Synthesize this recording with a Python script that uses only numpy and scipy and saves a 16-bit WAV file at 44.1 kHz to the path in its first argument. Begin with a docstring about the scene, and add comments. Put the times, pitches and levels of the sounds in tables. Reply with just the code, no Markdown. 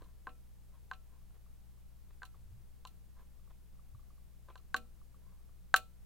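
"""Sharp little snaps, soft ticks and brief rubs stand out over faint hiss and mains hum.
A hook pick lifts the pins of a small hand-held cylinder lock: each snap rings pick and metal parts as decaying sines.
Light touches ring the pick alone, and filtered random grains make the rubs and scratches in the keyway.
A close mono microphone hears the dull ring; a farther stereo pair adds the bright snap and the room a moment later.
"""
import sys
import numpy as np
from scipy import signal
from scipy.fft import rfft, irfft, next_fast_len
from scipy.io import wavfile

SR = 44100
rng = np.random.default_rng(int(sys.argv[2]) if len(sys.argv) > 2 else 0)


def persist_wave(psi):
    """Save psi, clipped to +-1, as 16-bit WAV."""
    counts = np.round(np.clip(psi, -1, 1) * 32767).astype(np.int16)
    wavfile.write(sys.argv[1], SR, np.atleast_2d(counts).T)


N = 267025
TIME = np.arange(N) / SR  # seconds


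def from_db(db):
    """Turn decibels into gain."""
    return 10 ** (np.asarray(db) / 20)


def rms_one(x):
    """Scale a sound to an rms of 1."""
    return x / np.sqrt(np.mean(x ** 2) + 1e-20)


def at_hz(points, hz):
    """Read a curve between its points, along a log-frequency axis."""
    known_hz, values = np.transpose(points)
    return np.interp(np.log(hz + 1e-3), np.log(known_hz), values)


def band(x, low_hz, high_hz, order=2):
    """Keep one frequency band, without looking ahead in time."""
    edges_hz = [low_hz, min(high_hz, 0.45 * SR)]
    sos = signal.butter(order, edges_hz, "band", fs=SR, output="sos")
    return signal.sosfilt(sos, x + 1e-18)


def add(out, s, sound):
    """Mix a short sound in at a given second."""
    start = round(s * SR)
    out[start:start + len(sound)] += sound[:N - start]


def swells(rows):
    """Bell-shaped level bumps from rows of centre (s), half length (s) and peak (dB)."""
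    return sum(from_db(db) * np.exp(-((TIME - s) / half) ** 2) for s, half, db in rows)


def stereo_noise(spectrum, likeness):
    """Shape noise to a given spectrum; a shared part makes left and right alike, an opposite part unlike."""
    size = next_fast_len(N)
    hz = np.fft.rfftfreq(size, 1 / SR)
    mid, side = rfft(rng.standard_normal((2, size)))
    alike = np.clip(at_hz(likeness, hz), -1, 1)
    pair = np.sqrt(1 + alike) * mid + np.sqrt(1 - alike) * side * [[1], [-1]]
    density = from_db(at_hz(spectrum, hz)) * np.sqrt(SR) / 2
    return irfft(pair * density)[:, :N]


def background():
    """Steady room noise, mains hum made of sines, and a few soft swells of low-pitched noise."""
    # Quiet room noise. Each row: frequency in Hz, level in dB per Hz.
    floor = [(12, -74), (25, -70), (42, -80.5), (55, -95), (80, -88), (110, -91), (140, -99), (175, -90),
             (260, -103), (500, -106), (1000, -111), (2000, -115.5), (5000, -118), (16000, -118.5)]
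    # How alike the two channels are. Each row: frequency in Hz, likeness (1 = identical).
    likeness = [(30, 0.11), (200, 0.47), (6000, 0.41), (9000, 0.998)]
    # Mains hum. Each row: frequency in Hz, left level in dB, right level in dB, right lag in radians.
    hum_tones = [(59.7, -52.5, -59, 1.84), (121, -75.5, -65, 0.16), (176.4, -71, -91, 1)]
    # Soft low rumbles. Each row: centre in seconds, half length in seconds, level in dB.
    rumble_swells = [(2.38, 0.028, -60.5), (2.53, 0.083, -56), (3.96, 0.036, -56)]
    hum = np.zeros((2, N))
    for hz, left_db, right_db, lag in hum_tones:
        phase = 2 * np.pi * hz * TIME - np.array([[0], [lag]])
        hum += from_db([[left_db], [right_db]]) * np.sin(phase)
    low_noise = rms_one(band(rng.standard_normal(N), 74.4, 120.8, order=3))
    rumble = swells(rumble_swells) * low_noise
    return stereo_noise(floor, likeness) + hum + rumble


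def room(x, early_t60, tail_t60, tail_db, alike=0.36, build_s=0.001):
    """Dense reflections from hands and desk build up, then die into the short tail of a small room."""
    t = TIME[:SR // 3]
    mid, side = rng.standard_normal((2, len(t)))
    alike = np.clip(alike, -1, 1)
    echoes = np.sqrt(1 + alike) * mid + np.sqrt(1 - alike) * side * [[1], [-1]]
    # t60: seconds to fall by 60 dB
    decay = from_db(-60 * t / early_t60) + from_db(tail_db - 60 * t / tail_t60)
    response = rms_one(echoes * contact(decay, build_s)) / np.sqrt(len(t))
    return signal.fftconvolve(x[None], response, axes=1)[:, :N]


def distant_pair(body, steel, crack):
    """The stereo pair is farther off, brighter and late; steel and crack are louder on the right."""
    lag_s = 0.0188
    # small parts radiate their upper modes best into the air
    wet = room(band(body, 2400, 3200), early_t60=0.06926, tail_t60=0.11, tail_db=-13.0, alike=0.7)
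    wet += from_db(-23.5) * room(body, early_t60=0.042, tail_t60=0.094, tail_db=-17.5, alike=0.62)
    # the room's low modes boom faintly
    low = band(body, 160, 300)
    wet += from_db(3.5) * room(low, early_t60=0.14, tail_t60=0.27, tail_db=-13, alike=0.23)
    # left and right gains in dB
    wet += from_db([[-3], [-1]]) * room(steel, early_t60=0.05, tail_t60=0.24, tail_db=-24.0, alike=0.2)
    wet += from_db([[8], [13.5]]) * room(crack, early_t60=0.059, tail_t60=0.19, tail_db=-20.5, alike=0.05)
    return np.array([np.interp(TIME - lag_s, TIME, side, left=0) for side in wet])


def close_microphone(body, steel):
    """Mono: the direct ring and a faint wash of nearby reflections."""
    steel_band = band(steel, 2300, 5000, order=1)
    wash = room(steel_band, early_t60=0.078, tail_t60=0.11, tail_db=-24.0)[0]
    return body + steel + from_db(-11) * wash


def rubbing():
    """Friction grains excite narrow pick and barrel resonances (the rub) and wider bands (the scratch)."""
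    # The pick sliding in the keyway.
    # Each row: centre in seconds, half length in seconds, level in dB before the losses below.
    strokes = [(0.039, 0.053, -71), (0.754, 0.029, -75.5), (1.138, .065, -81.5), (1.309, .004, -70),
               (1.358, .009, -66.5), (2.108, .004, -65), (2.355, 0.0054, -69), (3.196, 0.031, -69.5),
               (3.509, 0.0095, -66), (4.5, 0.015, -62), (5.298, 0.07, -79.5)]
    # every stroke carries a wide scratch; short catches lose most of the narrow rub
    CATCH_S = 0.013  # half length where a stroke is midway between catch and glide
    CATCH_RUB_DB, GLIDE_SCRATCH_DB = -19, -1.5  # change of the rub in a catch, of the scratch in a glide
    grains = rng.standard_normal(N) * (rng.random(N) < 1500 / SR)  # about 1500 per second
    s, half, db = np.transpose(strokes)
    caught = 1 / (1 + (half / CATCH_S) ** 4)  # near 1 for short strokes, near 0 for long ones
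    rub_db = db + CATCH_RUB_DB * caught
    scratch_db = db + GLIDE_SCRATCH_DB * (1 - caught)
    rub = rms_one(band(grains, 915, 1090) + from_db(-8) * band(grains, 1500, 1615))
    scratch = rms_one(band(grains, 320, 1230) + from_db(-12.5) * band(grains, 2650, 3460))
    return swells(zip(s, half, rub_db)) * rub + swells(zip(s, half, scratch_db)) * scratch


def contact(sound, rise_s):
    """The force of a contact builds up over a short time."""
    return sound * (1 - np.exp(-TIME[:len(sound)] / rise_s))


def touches(glide=0.092, settle_s=0.0051):
    """Soft touches ring only the pick; its pitch sinks as the pressure eases."""
    # Light touches of the pick. Each row: start in seconds, level in dB before TICK_GAIN_DB.
    ticks = [(1.4626, -66), (2.3436, -58.5), (3.4745, -66), (3.7933, -61), (3.9479, -58.5), (3.9943, -64),
             (4.1046, -61.5), (4.1794, -67), (4.5974, -64), (5.015, -61.5), (5.1442, -59), (5.4919, -65.5)]
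    TICK_HZ, TICK_T60_S, TICK_GAIN_DB = 1160, 0.025, 5  # TICK_HZ is the middle of the pitch glide
    FAINT_TICKS_PER_S, FAINT_TICK_DB = 0.8, -66  # the smallest touches come at random
    out, t = np.zeros(N), TIME[:SR // 10]
    # adding up the sliding pitch gives the phase
    cycles_per_hz = np.cumsum(1 + glide * (np.exp(-t / settle_s) - 0.5)) / SR
    tone = np.sin(2 * np.pi * TICK_HZ * cycles_per_hz)
    tick = contact(from_db(-60 * t / TICK_T60_S) * tone, rise_s=0.00121)
    for s, db in ticks:
        add(out, s, from_db(db + TICK_GAIN_DB) * tick)
    for s in TIME[rng.random(N) < FAINT_TICKS_PER_S / SR]:
        add(out, s, from_db(FAINT_TICK_DB) * tick)
    return out


def ring(modes, scatter_db=0.0):
    """Decaying sines after one blow; neighbouring modes swing in opposite directions."""
    hz, db, t60 = np.transpose(modes)[:, :, None]
    t = TIME[:SR // 4]
    sign = (-1) ** np.arange(len(modes))[:, None]
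    strength_db = db + scatter_db * rng.standard_normal(hz.shape)
    envelope = from_db(strength_db - 60 * t / t60)
    return np.sum(sign * envelope * np.sin(2 * np.pi * hz * t), axis=0)


def dull_knock(hz):
    """The gripping hand damps the lowest motion within a few cycles: a band an octave wide, peak 1."""
    knock = band(signal.unit_impulse(SR // 10), hz / np.sqrt(2), hz * np.sqrt(2))
    return knock / np.max(np.abs(knock))


def pins():
    """Each snap rings the pick, the barrel, its housing and the small steel parts, and sends a crack into the air."""
    # Pins snapping. Each row: start in seconds, force in dB, hardness of the contact from 0 to 1,
    # share reaching the barrel in dB, thud pitch in Hz, thud share in dB.
    clicks = [(0.0203, -58, 0.95, -3, 402, 8.5), (0.2702, -37, 0.25, .5, 324, -13),
              (0.9132, -37.5, 0.67, 5.5, 775, -26), (2.2196, -53, 0.4, 12.5, 700, -15),
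              (2.2317, -46, 0.99, 6.5, 880, -28), (2.8511, -43.5, 0.98, -12, 754, -9),
              (4.4857, -52.5, 0.1, -6, 600, -7), (4.502, -50, .15, -14.5, 680, -6),
              (4.5561, -51, 0.94, 1, 604, -4), (4.7435, -30.5, .97, 11, 298.3, -11.5),
              (5.7412, -20, 1.0, 10, 833, 1.5)]
    # Ringing modes of the three metal parts, before each snap reshapes and scales them.
    # Each row: frequency in Hz, level in dB, time to fall by 60 dB in seconds.
    barrel_modes = [(1543, 2, 0.0265), (1990, -22, 0.013)]
    housing_modes = [(228, -6.5, 0.39), (486, -8, 0.29), (628, -12.5, 0.25), (755, 1, 0.14),
                     (1117, 1.5, 0.094), (1195, 5.5, 0.075), (1330, -3.5, 0.21), (2449, -20.5, .13),
                     (2475, -23.5, 0.18), (2642, -13.5, 0.089), (2780, -19.5, 0.097), (2940, -20, .1)]
    steel_modes = [(2100, -12, .006), (2770, -7.5, 0.014), (3126, -4.5, 0.0079), (3550, -9.5, 0.012),
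                   (4070, 0, 0.0085), (4592, -6.5, 0.0051), (5640, -17, 0.0093), (6110, -17.5, 0.01),
                   (6830, -10.5, 0.0083), (7755, -14, 0.012), (9446, -22.5, .008)]
    PICK_HZ, PICK_STIFFENING_HZ = 1009.5, 3190  # unloaded pitch, and its rise per unit of force
    PICK_T60_S = 0.03
    REBOUND_CYCLES, REBOUND_DB = 6, -1.5  # the pick bounces back and is struck again after so many swings
    HOUSING_DB, HOUSING_FOLLOWS = -15.5, 0.25  # level against the force; part of the barrel's share taken on
    BELOW_THUD_DB = -15.5  # per octave: housing modes lower than the thud are barely stirred
    STEEL_DB, STEEL_SOFT_LOSS_DB = 1.5, 23  # level against the force at hardness 1; loss at hardness 0
    CRACK_DB, CRACK_SOFT_LOSS_DB = 1.5, 139.5  # the same for the airborne crack
    TILT_HARD_DB, TILT_SOFT_DB = 1, -12.5  # steel brightness per octave at hardness 1 and 0
    body, steel, crack = np.zeros((3, N))
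    for s, force_db, hardness, barrel_db, thud_hz, thud_db in clicks:
        soft = 1 - np.clip(hardness, 0, 1)
        # a loaded pick is stiffer and rings higher
        pick_hz = PICK_HZ + PICK_STIFFENING_HZ * from_db(force_db)
        pick = contact(ring([(pick_hz, force_db, PICK_T60_S)]), rise_s=0.00033)
        add(body, s, pick)
        add(body, s + REBOUND_CYCLES / pick_hz, from_db(REBOUND_DB) * pick)
        barrel = contact(ring(barrel_modes), rise_s=0.00033)
        add(body, s, from_db(force_db + barrel_db) * barrel)
        stirred = [(hz, db + BELOW_THUD_DB * max(np.log2(thud_hz / hz), 0), t60)
                   for hz, db, t60 in housing_modes]
        housing_db = force_db + HOUSING_DB + HOUSING_FOLLOWS * barrel_db
        add(body, s, from_db(housing_db) * contact(ring(stirred), rise_s=0.001))
        add(body, s, from_db(force_db + thud_db) * dull_knock(thud_hz))
        # a harder contact favours the upper steel modes; only the hardest contacts crack
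        brightness = TILT_HARD_DB + soft * (TILT_SOFT_DB - TILT_HARD_DB)
        tilted = [(hz, db + brightness * np.log2(hz / 4000), t60) for hz, db, t60 in steel_modes]
        steel_db = force_db + STEEL_DB - soft * STEEL_SOFT_LOSS_DB
        add(steel, s, from_db(steel_db) * contact(ring(tilted, scatter_db=-0.3), rise_s=0.00036))
        # the crack starts as a single-sample pulse
        add(crack, s, from_db([force_db + CRACK_DB - soft * CRACK_SOFT_LOSS_DB]))
    return body, steel, band(crack, 4500, 16000)


def scene():
    """The close microphone in the centre, the distant pair around it, and the background."""
    body, steel, crack = pins()
    body = body + touches() + rubbing()
    return close_microphone(body, steel) + distant_pair(body, steel, crack) + background()


def record(dry):
    """Cut the treble steeply above 15.9 kHz."""
    sos = signal.ellip(12, 0.1, 80, 15900, fs=SR, output="sos")
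    return signal.sosfilt(sos, dry)


dry = scene()
out = record(dry)
persist_wave(out)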